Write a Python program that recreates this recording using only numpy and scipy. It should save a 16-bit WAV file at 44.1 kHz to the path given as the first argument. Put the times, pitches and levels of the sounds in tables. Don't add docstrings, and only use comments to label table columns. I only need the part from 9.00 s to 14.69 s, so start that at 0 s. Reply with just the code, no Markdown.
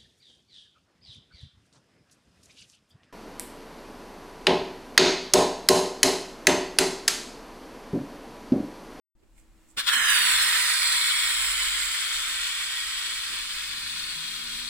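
import sys
import numpy as np
from scipy import signal
from scipy.fft import rfft, irfft, next_fast_len
from scipy.io import wavfile
from scipy.ndimage import map_coordinates

SR = 44100
rng = np.random.default_rng(int(sys.argv[2]) if len(sys.argv) > 2 else 0)


def master_out(mix):
    frames = np.transpose(np.atleast_2d(mix))
    ceiling = np.clip(frames, -1, 1)
    pcm = np.round(ceiling * 32767).astype(np.int16)
    wavfile.write(sys.argv[1], SR, pcm)


N = 250929
TIME = np.arange(N) / SR
OPEN_S, OPEN_RISE_S, INFLATE_S = 0.849, 0.054, 0.87

# f/Hz, left/dB, right/dB
JET_SPECTRUM = [(150, -34.5, -37), (463, -29.5, -30), (872, -22, -21.5), (1002, -14, -13.5),
                (1495, -10, -5), (2340, -9, -6), (2850, -13, -8), (3290, -3.5, -11.5), (4170, -3.5, -8.5),
                (5140, -9, -12.5), (6540, -14.5, -16.5), (7680, -14, -3), (9000, -18.5, -9), (9690, -9, -9),
                (10580, -16, -25), (11600, -32.5, -33.5), (13730, -14.6, -20), (16400, -22.5, -31)]
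# f/Hz, width/Hz, gain/dB
VALVE_MODES = [(1010, 110, 3), (1410, 90, 3), (2760, 220, -1.3), (3040, 50, 2.5), (3236, 45, 2),
               (3379, 70, 2.2), (3626, 55, 1.5), (3779, 50, 2), (4253, 60, 2), (4610, 80, 1),
               (7702, 60, 2.5), (9409, 50, 4)]
# f/Hz, lead/rad
JET_PHASE = [(300, 0), (1500, -0.14), (2000, 0.54), (3000, 1.5), (3700, 4), (4500, 4), (9000, 4.5)]
# full-pressure level/dB, pressure slope/(dB/dB), limp balloon/dB, kinked neck/dB
JET_LEVELS = [(-27, 1.1124, -1, 0), (-27.5, 0.8054, -1.5, -4.5), (-26.5, 1.25, -5, -0.5)]


def jet(roar_edge_hz=2800, fizz_edge_hz=6000, surge_db=0.46, sputter_db=0.4, eddy_db=0.5,
        upright_s=1.08, upright_rise_s=0.0096, pan_start_db=-1.43, pan_db_per_s=0.34, flop_db=6):
    def response(hz):
        sides_db = np.array([along(JET_SPECTRUM, hz, column) for column in (1, 2)])
        lead = np.exp(1j * along(JET_PHASE, hz) * np.array([[0.5], [-0.5]]))
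        return amp(sides_db + peaks(VALVE_MODES, hz)) * lead

    gas = balloon(filtered(stereo_noise(), response))
    below = lambda edge_hz: filtered(gas, lambda hz: 1 / (1 + (hz / edge_hz) ** 10))
    roar, below_fizz = below(roar_edge_hz), below(fizz_edge_hz)
    hiss, fizz = below_fizz - roar, gas - below_fizz
    limp = (1 - np.tanh((TIME - upright_s) / upright_rise_s)) / 2
    kink = swell(at_s=0.99, length_s=0.065)
    out = np.zeros((2, N))
    for band, (full_db, slope, limp_db, kink_db) in zip((roar, hiss, fizz), JET_LEVELS):
        level_db = full_db + slope * pressure_db() + limp_db * limp + kink_db * kink
        out += band / np.std(band.mean(0)) * amp(level_db + eddy_db * wobble(70))
    pan_db = pan_start_db + pan_db_per_s * (TIME - OPEN_S)
    pan_db += flop_db * swell(at_s=0.863, length_s=0.036)
    flow = valve_opening() * amp(surge_db * wobble(22.115) + sputter_db * wobble(260))
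    return out * flow * amp([pan_db / 2, -pan_db / 2])


# t/s, attack/s, hold/s, opening/dB
VALVE_SPURTS = [(0.764, 0.013, 0.038, -.5), (0.857, 0.016, 0.033, 2.5), (0.927, 0.0063, 0.0095, 4)]


def valve_opening(release_s=0.01, leak_db=-13.5):
    spurts = [amp(db) * rise(start_s, attack_s) * np.exp(-since(start_s + hold_s) / release_s)
              for start_s, attack_s, hold_s, db in VALVE_SPURTS]
    leak = amp(leak_db) * rise(*VALVE_SPURTS[0][:2])
    return np.linalg.norm([*spurts, leak, rise(OPEN_S, OPEN_RISE_S)], axis=0)


def pressure_db(hold_s=0.97, knee=1.94):
    return -20 / knee * np.log10(1 + (since(OPEN_S) / hold_s) ** knee)


# slack f/Hz, width/Hz, strongest t/s, length/s, left/dB, right/dB
CAVITY_MODES = [(3400, 400, 1.06, 0.3, 5.5, 4), (3500, 160, 2.25, 1.9, 3, 2), (4680, 450, 1.11, 0.19, 5, 8),
                (5010, 580, 1.01, 0.2, -10.5, -13), (5040, 140, 2.54, 0.27, 0, 10.5),
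                (5150, 540, 2.73, 1.26, 4.5, -1.5), (5750, 210, 1.05, 0.42, 10.5, 13),
                (6310, 670, 1.05, 0.46, -12.5, -5.5), (6350, 110, 1.86, 0.25, 8.5, 4),
                (6360, 1100, 3.76, 0.73, 2, 4), (7120, 240, 0.8, 0.76, 12, 8.5),
                (7340, 900, 1.81, 0.36, -0.5, 8.5), (7250, 230, 3.3, 0.76, -2.4, -6.5),
                (7690, 130, 2.98, 0.45, 5.5, -3), (7900, 88, 5.66, 0.24, 4, 4),
                (8050, 130, 4.85, 0.46, 4.5, 4), (9150, 170, 4.9, 0.35, 3.5, 0),
                (7840, 630, 0.71, 1.26, -6.5, -11), (8100, 420, 3.5, 1.9, -0.5, -5),
                (8580, 280, 2, 1.26, 4.5, 11), (9160, 200, 4.5, 1.1, 3.5, 3.5),
                (9350, 1070, 1.4, 2.6, -4, -6), (9980, 270, 1.75, 3.4, 3, 6.5),
                (10900, 360, 2.4, 2.3, -2, -9.5), (11330, 370, 2.7, 1.35, 2, 7.5),
                (12400, 180, 3.9, 1.5, 0, -2), (12780, 430, 1.6, 3, 1.5, 0.5),
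                (13700, 350, 7.2, 0.64, -10, 1), (14450, 260, 2.05, 0.47, 8.5, 3),
                (15500, 220, 4.7, 0.83, 4, -3), (15000, 300, 1.5, 0.33, 2, 6)]
# f/Hz, width/Hz, gain/dB
NECK_MODES = [(1700, 220, 5.5), (3040, 160, 6.5)]


def balloon(gas, depth=1.45, flat_share=0.6, skin_hz=1608, skin_width_hz=520, stiffening=0.63,
            slack_s=0.52, spacing_hz=1430, fine_db=3.0, fine_slack_db=1.8, fine_onset_hz=2800,
            fine_density=11, fine_turnover=14):
    hz, t, spectrum = signal.stft(gas, SR, nperseg=1024, noverlap=768)
    hz = hz[:, None]
    size = radius(t)
    filling = np.interp(t, TIME, rise(OPEN_S, OPEN_RISE_S))
    slack = filling * np.exp(-(since(INFLATE_S, t) / slack_s) ** 2)
    sides = lambda left_db, right_db: np.array([left_db, right_db])[:, None, None]
    modes = [(slack_hz / size, width_hz, sides(left_db, right_db) * swell(at_s, length_s, t))
             for slack_hz, width_hz, at_s, length_s, left_db, right_db in CAVITY_MODES]
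    cavity_db = depth * peaks(modes, hz) * (flat_share + (1 - flat_share) * filling)
    skin_mode = (skin_hz * size ** stiffening, skin_width_hz, sides(left_db=2.2, right_db=5))
    skin_db = filling * peaks([skin_mode], hz)
    honk_db = slack * peaks(NECK_MODES, hz)
    grid = np.broadcast_arrays(hz * size / spacing_hz * fine_density, np.log(size) * fine_turnover)
    fine = np.array([map_coordinates(rng.standard_normal((512, 64)), grid, order=1, mode="wrap")
                     for _ in gas])
    trapped = 1 - np.exp(-(hz / fine_onset_hz) ** 4)
    ripple_db = (fine_db + fine_slack_db * slack) * trapped * fine
    spectrum = spectrum * amp(cavity_db + skin_db + honk_db + ripple_db)
    return signal.istft(spectrum, SR, nperseg=1024, noverlap=768)[1][:, :N]


def radius(t, fill_per_s=1.54, rush_per_s=1.375, rush_s=0.85):
    age_s = since(INFLATE_S, t)
    rush_volume = rush_per_s * rush_s * (1 - np.exp(-age_s / rush_s))
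    return np.cbrt(1 + fill_per_s * age_s + rush_volume)


# t/s, length/s, f/Hz, width/Hz, level/dB
RUBBER_FLAPS = [(0.784, 0.015, 377, 420, -47.5), (.98, 0.039, 272, 100, -51.5),
                (1.27, 0.089, 272, 110, -56)]


def flaps():
    return noise_swells(RUBBER_FLAPS)


# t/s, level/dB, length/s, ring f/Hz
KNOB_SLIPS = [(0.198, -71, .006, 4600), (0.233, -67, .008, 2300), (0.235, -53, .012, 360),
              (0.381, -59.5, 0.0084, 2200), (0.39, -59, 0.025, 7800), (0.704, -56.5, 0.02, 7840)]


def knob(grain_db=3, lean_db=2.5, q=6):
    out = np.zeros((2, N))
    for at_s, db, length_s, ring_hz in KNOB_SLIPS:
        ring = lambda hz: 1 / (1 + 1j * q * (hz / ring_hz - ring_hz / (hz + 1)))
        friction = rng.standard_normal((2, N)) * amp(grain_db * wobble(500))
        out += amp(db) * np.exp(-np.abs(TIME - at_s) / length_s) * unit(filtered(friction, ring))
    return out * amp([[-lean_db], [lean_db]])


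# f/Hz, relative level/dB
SEEP_SPECTRUM = [(500, -13), (1300, -4), (3000, -8), (6300, -12), (7750, -6), (9500, -13.5), (15500, -17)]


def seep(start_s=0.06, attack_s=0.13, level_db=-67):
    creeping = rise(start_s, attack_s) * (1 - rise(VALVE_SPURTS[0][0], OPEN_RISE_S))
    return amp(level_db + wobble(11.7)) * creeping * coloured(SEEP_SPECTRUM)


# t/s, length/s, f/Hz, width/Hz, level/dB
HAND_RUBS = [(4.09, .06, 420, 327, -57.5), (4.33, 0.041, 297, 282, -56.5)]


def rubs():
    return noise_swells(HAND_RUBS)


def bench(x, count=14, lag_range_s=(0.002, 0.011), echo_db=-8, changes_per_s=1.3, low_cut_hz=980):
    echoes = np.zeros((2, N))
    for side, lags_s in enumerate(rng.uniform(*lag_range_s, (2, count))):
        for lag_s in lags_s:
            echoes[side] += wobble(changes_per_s) * np.pad(x[side], (int(lag_s * SR), 0))[:N]
    echoes = filtered(echoes, lambda hz: hz / np.hypot(hz, low_cut_hz))
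    return x + amp(echo_db) / np.sqrt(count) * echoes


# f/Hz, T60/s
ROOM_T60 = [(200, 0.071), (2000, 0.27), (8000, 0.021), (15000, 0.0045)]


def room(x, tail_db=-13):
    hz, t, noise = signal.stft(rng.standard_normal((2, SR // 2)), SR, nperseg=256)
    decay = amp(-60 * t / along(ROOM_T60, hz)[:, None])
    tail = signal.istft(noise * decay, SR, nperseg=256)[1]
    return x + amp(tail_db) * signal.fftconvolve(x, tail / np.linalg.norm(tail[0]), axes=1)[:, :N]


# multiple of firing rate, peak t/s, length/s, level/dB
ENGINE_ORDERS = [(1, 4.92, 0.26, -58), (2, 5.2, 0.077, -57.5), (2, 5.43, 0.55, -58.5),
                 (3, 5.57, 0.3, -55.5), (5, 5.5, 0.45, -66)]
# peak t/s, length/s, f/Hz, width/Hz, level/dB
ENGINE_NOISE = [(4.9, 0.4, 191, 171, -58)]


def engine(firing_hz=80.8, drift=0.0046, rough_rad=0.99):
    phase = 2 * np.pi * np.cumsum(firing_hz * (1 + drift * wobble(6.7))) / SR
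    order = lambda k: unit(np.sin(k * phase + rough_rad * wobble(42)))
    drone = sum(amp(db) * swell(at_s, length_s) * order(k) for k, at_s, length_s, db in ENGINE_ORDERS)
    return drone + noise_swells(ENGINE_NOISE)


# f/Hz, relative level/dB
AIR_SPECTRUM = [(30, -23), (100, -14), (240, -1), (400, -11.5), (1000, -16), (2500, -37), (7000, -40),
                (15500, -47)]
# f/Hz, relative level/dB
RUMBLE_SPECTRUM = [(15, -6.5), (25, -4), (44, 1), (58, -22), (70, -13), (130, -22.5), (300, -80)]


def background(air_db=-65, hum_hz=323, hum_db=-68, throb_hz=43, throb_db=-46,
               rumble_db=-54, wander_db=1.5):
    hum = amp(hum_db + wobble(4.2)) * np.sin(2 * np.pi * hum_hz * TIME + 0.27 * wobble(3.9))
    throb = amp(throb_db) * swell(at_s=2.57, length_s=0.31) * np.sin(2 * np.pi * throb_hz * TIME)
    air = amp(air_db) * coloured(AIR_SPECTRUM)
    rumble = amp(rumble_db - wander_db * wobble(3.09)) * coloured(RUMBLE_SPECTRUM)
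    return air + rumble + np.sqrt(2) * (hum + throb)


# f/Hz, correlation
STEREO_CORRELATION = [(300, 0.64), (1100, 0.93), (2000, 0.79), (4000, 0.45), (7000, 0.6), (12000, 0.12)]


def stereo_noise():
    def mid_side(hz):
        angle = np.arccos(np.clip(along(STEREO_CORRELATION, hz), -1, 1)) / 2
        return np.array([np.cos(angle), np.sin(angle)])

    mid, side = filtered(rng.standard_normal((2, N)), mid_side)
    return np.array([mid + side, mid - side])


def coloured(spectrum):
    return unit(filtered(stereo_noise(), lambda hz: amp(along(spectrum, hz))))


def noise_swells(rows):
    out = np.zeros(N)
    for at_s, length_s, centre_hz, width_hz, db in rows:
        band = filtered(rng.standard_normal(N), lambda hz: np.exp(-((hz - centre_hz) / width_hz) ** 2))
        out += amp(db) * swell(at_s, length_s) * unit(band)
    return out


def filtered(x, response):
    size = next_fast_len(N + SR // 2)
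    return irfft(rfft(x, size) * response(np.fft.rfftfreq(size, 1 / SR)), size)[..., :N]


def peaks(modes, hz):
    return sum(db / (1 + (2 * (hz - centre) / width) ** 2) for centre, width, db in modes)


def along(table, hz, column=1):
    columns = np.transpose(table)
    return np.interp(np.log(hz + 1), np.log(columns[0]), columns[column])


def wobble(knots_per_s):
    return map_coordinates(rng.standard_normal(int(N * knots_per_s / SR) + 4), [TIME * knots_per_s])


def swell(at_s, length_s, t=TIME):
    return np.exp(-((t - at_s) / length_s) ** 2)


def rise(start_s, attack_s):
    return 1 - np.exp(-(since(start_s) / attack_s) ** 2)


def since(start_s, t=TIME):
    return np.maximum(t - start_s, 0)


def amp(db):
    return 10 ** (np.asarray(db) / 20)


def unit(x):
    return x / np.sqrt(np.mean(x ** 2) + 1e-20)


def scene():
    return room(bench(jet() + seep() + knob() + flaps())) + rubs() + background() + engine()


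def record(dry, top_hz=15850):
    fade_db = np.interp(TIME, [0.145, 0.153, 0.3, 0.4], [-69, -8, -5.5, -2.5])
    return filtered(dry * amp(fade_db), lambda hz: hz < top_hz)


dry = scene()
out = record(dry)
master_out(out)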